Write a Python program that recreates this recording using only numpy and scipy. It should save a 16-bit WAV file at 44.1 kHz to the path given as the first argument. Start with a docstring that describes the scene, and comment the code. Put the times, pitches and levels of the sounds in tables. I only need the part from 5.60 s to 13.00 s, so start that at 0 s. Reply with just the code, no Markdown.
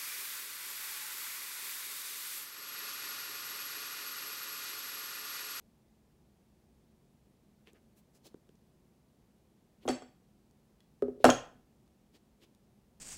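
"""A small quiet room: a heavy steel pipe wrench is picked up with a clank, lowered onto a wooden board
and let drop. Each impact excites the damped modes of the board, which knocks and booms. The loose jaw
rattles against the handle, both ring at their natural frequencies, and the adjusting nut chinks once.
Before and after, hands make faint taps and friction scuffs. The room reverberates over a steady tone."""
import sys
import numpy as np
from scipy import signal
from scipy.fft import rfft, irfft
from scipy.io import wavfile
from scipy.ndimage import uniform_filter1d

SR = 44100
rng = np.random.default_rng(int(sys.argv[2]) if len(sys.argv) > 2 else 0)


def store_wav(level_fs):
    """Save 16-bit WAV to argv[1]."""
    pcm = np.round(np.clip(np.atleast_2d(level_fs), -1, 1) * 32767)
    wavfile.write(sys.argv[1], SR, pcm.T.astype(np.int16))


N = 326340

# Spectrum of the room tone: (frequency [Hz], level [dB])
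ROOM_TONE_SPECTRUM = [(20, -26), (45, -7), (65, -4), (95, -10.5), (130, -4.5), (185, -6), (215, -1),
                      (275, -12), (370, -11), (450, -16), (800, -21.5), (1400, -30.5), (8000, -36.5),
                      (15500, -40)]
# Light finger taps: (time [s], tick level [dB], tick frequency [Hz], thump level [dB])
FINGER_TAPS = [(2.073, -49.5, 2390, -61), (2.133, -55, 7650, -54), (2.743, -62, 3520, -38.5),
               (2.892, -58.5, 1770, -51), (2.955, -63, 4040, -85), (4.911, -61, 4970, -71.5),
               (6.278, -64, 4200, -84), (6.949, -54.5, 4980, -84)]
# Slides of the hand and the dragged wrench: (middle time [s], level [dB], brightness [Hz])
SLIDES = [(2.085, -67, 2400), (2.162, -72, 1680), (2.385, -76.5, 10000), (2.56, -72, 5800),
          (2.665, -61, 4300), (4.236, -70, 2750), (4.271, -75, 10100), (4.311, -69, 9950),
          (5.621, -70, 3006), (6.557, -68, 3300), (6.834, -66.5, 3100)]
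# Free blows on the wood: (time [s], force level [dB], knock frequency [Hz], relative boom level [dB])
FREE_BLOWS = [(4.253, -35, 340, 1.5), (4.2790, -21, 416, -11), (4.2863, -24, 328, -3),
              (4.2942, -21.5, 299, -17), (4.4208, -40, 390, -9), (5.6432, -2, 492.4, -15),
              (5.6501, -7.5, 1400, -5), (5.665, -12.5, 340, -14.5), (5.6908, -7, 564, -22),
              (5.7000, -17, 270, -14.5)]
# Low bending modes of the board: (frequency [Hz], level [dB], t60 [s])
BENDING_MODES = [(61, -16, .17), (129, -16.5, 0.2), (157, -18, 0.15), (251.6, 1.5, 0.17), (331, -3, 0.12),
                 (386.5, -5.5, 0.12)]
# Higher modes of the board: (frequency [Hz], level [dB], t60 [s])
UPPER_BOARD_MODES = [(428, -4, .1), (479.6, -0.5, 0.2), (547, 0.5, .12), (595, -3.5, 0.19), (685, -8, 0.23),
                     (738, -5.5, 0.14), (768, -5.5, .12), (816, -3, 0.085), (877, -7, 0.086),
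                     (1056, -15, 0.09), (1175, -15, 0.16), (1275, -12, .1), (1360, -6.5, 0.09),
                     (1468, -6, 0.058)]
# Spectrum of the board's crowded modes: (frequency [Hz], level [dB])
WOOD_SPECTRUM = [(25, -26), (60, -12.5), (130, -5), (200, -18), (280, -3.5), (520, 3.5), (800, 1),
                 (950, -9), (1100, -3), (1450, -0.5), (1800, -13), (2800, -14), (6000, -18.5),
                 (16000, -26.5)]
# Impacts of jaw on handle: (time [s], crack level [dB], handle level [dB], jaw level [dB])
JAW_IMPACTS = [(4.2782, -42, -63, -42), (4.287, -27, -35, -45.5), (4.3040, -36, -66, -57),
               (4.4215, -55, -67.5, -65), (5.6430, -18, -42.5, -44.5), (5.6519, -20.5, -33, -43.5),
               (5.6918, -33, -47, -49.5), (5.6988, -39.5, -51.5, -35.5), (5.702, -38, -53, -27.5)]
# Spectrum of a steel crack: (frequency [Hz], level [dB])
CRACK_SPECTRUM = [(200, -14.5), (1200, 7.5), (2800, 3.5), (4500, -3.5), (7500, -2.5), (9000, -6.5),
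                  (15000, -10.5)]
# Modes of the handle: (frequency [Hz], level [dB], t60 [s])
HANDLE_MODES = [(2330, -15, 0.062), (3290, -6, .21), (4527, -6, .29), (5330, -8.5, 0.27), (7675, -5, 0.37),
                (7900, -11.5, .26), (8370, -16, 0.14), (9460, -18.5, 0.18)]
# Modes of the hooked jaw: (frequency [Hz], level [dB], t60 [s])
JAW_MODES = [(2510, -7.5, 0.088), (3160, -7.5, 0.29), (3240, -1.5, .33), (4113, -13.5, 0.2), (6482, 0, .23),
             (6650, -8, .24), (9561, -11.5, 0.23)]
# Spectrum of the chattering jaw: (frequency [Hz], level [dB])
CHATTER_SPECTRUM = [(500, -22.5), (1900, -7), (3000, 2), (4400, -7), (6800, 2), (8200, -12.5), (9500, -22),
                    (16000, -28)]
# Modes of the loose adjusting nut: (frequency [Hz], level [dB], t60 [s])
NUT_MODES = [(1997, 0, 0.046), (2450, -11.5, .04), (3380, -0.5, .036), (4070, 0, .026), (6450, -10, .035)]
# Contacts of the held wrench with the wood: (time [s], force level [dB])
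HELD_CONTACTS = [(5.4232, -18.5), (5.4822, -26), (5.5760, -45), (5.6018, -38.5)]
# Reverberation time of the room: (frequency [Hz], t60 [s])
REVERBERATION_TIMES = [(100, 0.73), (260, 0.24), (700, 0.39), (1840, .41), (4850, 0.33), (12800, 0.23)]


def amp(db):
    """Amplitude ratio of a level in decibels."""
    return 10 ** (np.asarray(db) / 20)


def unit_rms(x):
    """Normalisation to an rms of 1."""
    return x / np.sqrt(np.mean(x ** 2) + 1e-20)


def curve_at(points, hz):
    """Interpolation of (frequency, value) points on a logarithmic frequency axis."""
    frequencies, values = np.transpose(points)
    return np.interp(np.log(hz + 1), np.log(frequencies + 1), values)


def decay(t, t60):
    """Exponential damping: the level falls 60 dB in t60 seconds."""
    return np.exp(-np.log(1000) * t / t60)


def add(track, start_s, sound):
    """Superposition of a sound on the track."""
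    part = track[round(start_s * SR):][:len(sound)]
    part += sound[:len(part)]


def shaped_noise(spectrum, size):
    """Spectral shaping of white noise, at an rms of 1."""
    gain = amp(curve_at(spectrum, np.fft.rfftfreq(size, 1 / SR)))
    return unit_rms(irfft(rfft(rng.standard_normal(size)) * gain, size))


def band_noise(centre_hz, sharpness, size):
    """Noise filtered by a single resonance, at an rms of 1."""
    hz = np.fft.rfftfreq(size, 1 / SR) + 1
    gain = 1 / (1 + (sharpness * (hz / centre_hz - centre_hz / hz)) ** 2)
    return unit_rms(irfft(rfft(rng.standard_normal(size)) * gain, size))


def ring(modes, t, scatter_db, flutter, flutter_hz):
    """Modal superposition: damped sinusoids, modulated in amplitude and phase by the shifting contact."""
    hz, db, t60 = np.transpose(modes)[:, :, None]
    strength = amp(db + scatter_db * rng.standard_normal((len(modes), 1)))
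    knots = rng.standard_normal((2 * len(modes), 256))
    wander = np.array([np.interp(t * flutter_hz, np.arange(len(row)), row) for row in knots])
    swell, drift = flutter * wander.reshape(2, len(modes), -1)
    phase = 2 * np.pi * hz * t
    vibration = (1 + swell) * np.sin(phase) + drift * np.cos(phase)
    return np.sum(strength * decay(t, t60) * vibration, axis=0)


def soften(x, corner_hz):
    """Contact time acts as a low-pass filter: a softer, longer contact drives less treble."""
    return signal.sosfilt(signal.butter(3, min(corner_hz, SR / 3), fs=SR, output="sos"), x)


def room_tone():
    """Stationary background noise, with most of its power at low frequencies."""
    return amp(-67) * shaped_noise(ROOM_TONE_SPECTRUM, N)


def finger_taps():
    """Impulsive excitation: each light tap gives a heavily damped tick and thump."""
    out, t = np.zeros(N), np.arange(SR // 4) / SR
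    for start_s, tick_db, tick_hz, thump_db in FINGER_TAPS:
        tick = band_noise(tick_hz, 0.79, len(t)) * decay(t, 0.0038)
        pulse = np.sin(2 * np.pi * 340 * t) * np.exp(-((t - 0.004) / 0.0018) ** 2)
        tail = amp(-20) * band_noise(810, 1.0, len(t)) * decay(t, 0.017)
        add(out, start_s, amp(tick_db) * tick + amp(thump_db) * (pulse + tail))
    return out


def scuffs():
    """Stick-slip friction: a slide catches in tiny grains; a faster one is brighter and hisses more."""
    out, t = np.zeros(N), np.arange(SR // 4) / SR
    peak_s, half_width_s = t[-1] / 2, 0.014
    stroke = np.exp(-((t - peak_s) / half_width_s) ** 2 / 2)
    for middle_s, db, bright_hz in SLIDES:
        hiss_db = 9 * np.log2(bright_hz / 5780)  # hiss equals rasp at 5780 Hz and gains 9 dB an octave
        roughness = unit_rms(uniform_filter1d(rng.standard_normal(len(t)), size=60))
        grain = unit_rms(amp(1.3 * roughness))
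        rasp = band_noise(bright_hz, 0.92, len(t))
        hiss = amp(hiss_db) * rng.standard_normal(len(t))
        low_rub = amp(2) * band_noise(340, 0.94, len(t))
        add(out, middle_s - peak_s, amp(db) * stroke * (grain * (rasp + hiss) + low_rub))
    return out


def board_response(force_db, knock_hz, knock_t60, hardness_hz, boom_db, clatter_db):
    """Dispersion: short bending waves run faster, so a knock falls in pitch as the modes build up."""
    t = np.arange(SR // 2) / SR
    lead_s = 0.00058 * (1 - np.exp(-t / 0.00099))
    cycles = knock_hz * t + hardness_hz * lead_s  # a harder knock starts higher
    attack = (1 - np.exp(-t / 0.00061)) ** 2
    knock = amp(2.5) * np.sin(2 * np.pi * cycles) * decay(t, knock_t60) * attack
    boom = ring(BENDING_MODES, t, scatter_db=2, flutter=0.06, flutter_hz=35.033)
    boom *= 1 - np.exp(-t / 0.014)  # the whole board is slow to swing
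    tones = amp(-8.5) * ring(UPPER_BOARD_MODES, t, scatter_db=3.5, flutter=0.45, flutter_hz=49.6)
    crowded_modes = amp(1) * shaped_noise(WOOD_SPECTRUM, len(t)) * decay(t, 0.07)
    clatter = (tones + crowded_modes) * (1 - np.exp(-t / 0.0018))
    return amp(force_db) * soften(knock + amp(boom_db) * boom + amp(clatter_db) * clatter, hardness_hz)


def free_blows():
    """Hard impact of wrench on wood: a shorter contact knocks higher and drives more treble."""
    out = np.zeros(N)
    decay_cycles, hardest_hz = 9.5, 2200  # constant Q: a low knock lasts longer
    for start_s, force_db, knock_hz, boom_db in FREE_BLOWS:
        hardness_hz = min(3.81 * knock_hz, hardest_hz)
        knock_t60 = decay_cycles / knock_hz
        blow = board_response(force_db, knock_hz, knock_t60, hardness_hz, boom_db, clatter_db=-10.5)
        add(out, start_s, blow)
    return out


def jaw_rattle():
    """Free vibration after impact: the loose jaw cracks against the handle, chatters, and both ring."""
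    out, t = np.zeros(N), np.arange(SR // 2) / SR
    loud_db, loud_hz, db_per_octave = -17.5, 14000, 14.5  # a weaker crack is duller
    settling = amp(-10.5) * (1 + 3.7 * decay(t, 0.07))  # strongest until the parts lie together
    for start_s, crack_db, handle_db, jaw_db in JAW_IMPACTS:
        corner_hz = loud_hz * 2 ** ((crack_db - loud_db) / db_per_octave)
        burst = shaped_noise(CRACK_SPECTRUM, len(t)) * (decay(t, 0.0088) + amp(-16) * decay(t, 0.21))
        crack = amp(crack_db) * soften(burst, corner_hz)
        handle = amp(handle_db) * ring(HANDLE_MODES, t, scatter_db=1, flutter=0.55, flutter_hz=130)
        hook = amp(-8.5) * ring(JAW_MODES, t, scatter_db=1, flutter=0.55, flutter_hz=130)
        chatter = amp(1.5) * shaped_noise(CHATTER_SPECTRUM, len(t)) * decay(t, 0.03)
        jaw = amp(jaw_db) * (hook + chatter)
        add(out, start_s, crack + settling * (handle + jaw))
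    return out


def nut_chink():
    """Strongly damped modes: the adjusting nut ticks and rings briefly as the wrench is carried."""
    out, t = np.zeros(N), np.arange(SR // 4) / SR
    tick = amp(-57.5) * band_noise(4500, 0.85, len(t)) * decay(t, 0.0055)
    ringing = amp(-66.5) * ring(NUT_MODES, t, scatter_db=5, flutter=0.35, flutter_hz=151)
    add(out, start_s=5.205, sound=tick + ringing)
    return out


def held_landing():
    """Soft impact: the held wrench meets the wood with a light tock, drives little treble and hums on."""
    out, t = np.zeros(N), np.arange(SR // 4) / SR
    tock_envelope = decay(t, 0.0084) + amp(-19.5) * decay(t, 0.2)
    for start_s, force_db in HELD_CONTACTS:
        hum = board_response(force_db, knock_hz=400, knock_t60=0.06, hardness_hz=560,
                             boom_db=-9.5, clatter_db=-17)
        add(out, start_s, hum)
        tock_db = -4.5 + 1.92 * force_db  # amplitude grows nearly as the square of the force
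        add(out, start_s, amp(tock_db) * band_noise(1240, 6.6, len(t)) * tock_envelope)
    return out


def reverberation(x):
    """A diffuse field builds up quickly, then each frequency decays at its own rate."""
    hz, t, spectra = signal.stft(rng.standard_normal(SR), SR, nperseg=256)
    t60 = curve_at(REVERBERATION_TIMES, hz)[:, None]
    build_up = 1 - np.exp(-t / 0.0083)
    _, tail = signal.istft(spectra * decay(t, t60) * build_up, SR, nperseg=256)
    return signal.fftconvolve(x, tail / np.linalg.norm(tail))[:N]


def scene():
    """Superposition of the direct sound of hand, wood and steel, its reverberation and the room tone."""
    hand = finger_taps() + scuffs()
    wood = free_blows() + held_landing()
    steel = jaw_rattle() + nut_chink()
    diffuse = reverberation(amp(-18.5) * hand + amp(-13) * wood + amp(-9) * steel)
    return (hand + wood + steel + diffuse + room_tone())[None]


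def record(dry):
    """Band limiting: an ideal low-pass filter removes the highest treble."""
    cutoff_hz = 15800
    return irfft(rfft(dry) * (np.fft.rfftfreq(N, 1 / SR) < cutoff_hz), N)


dry = scene()
out = record(dry)
store_wav(out)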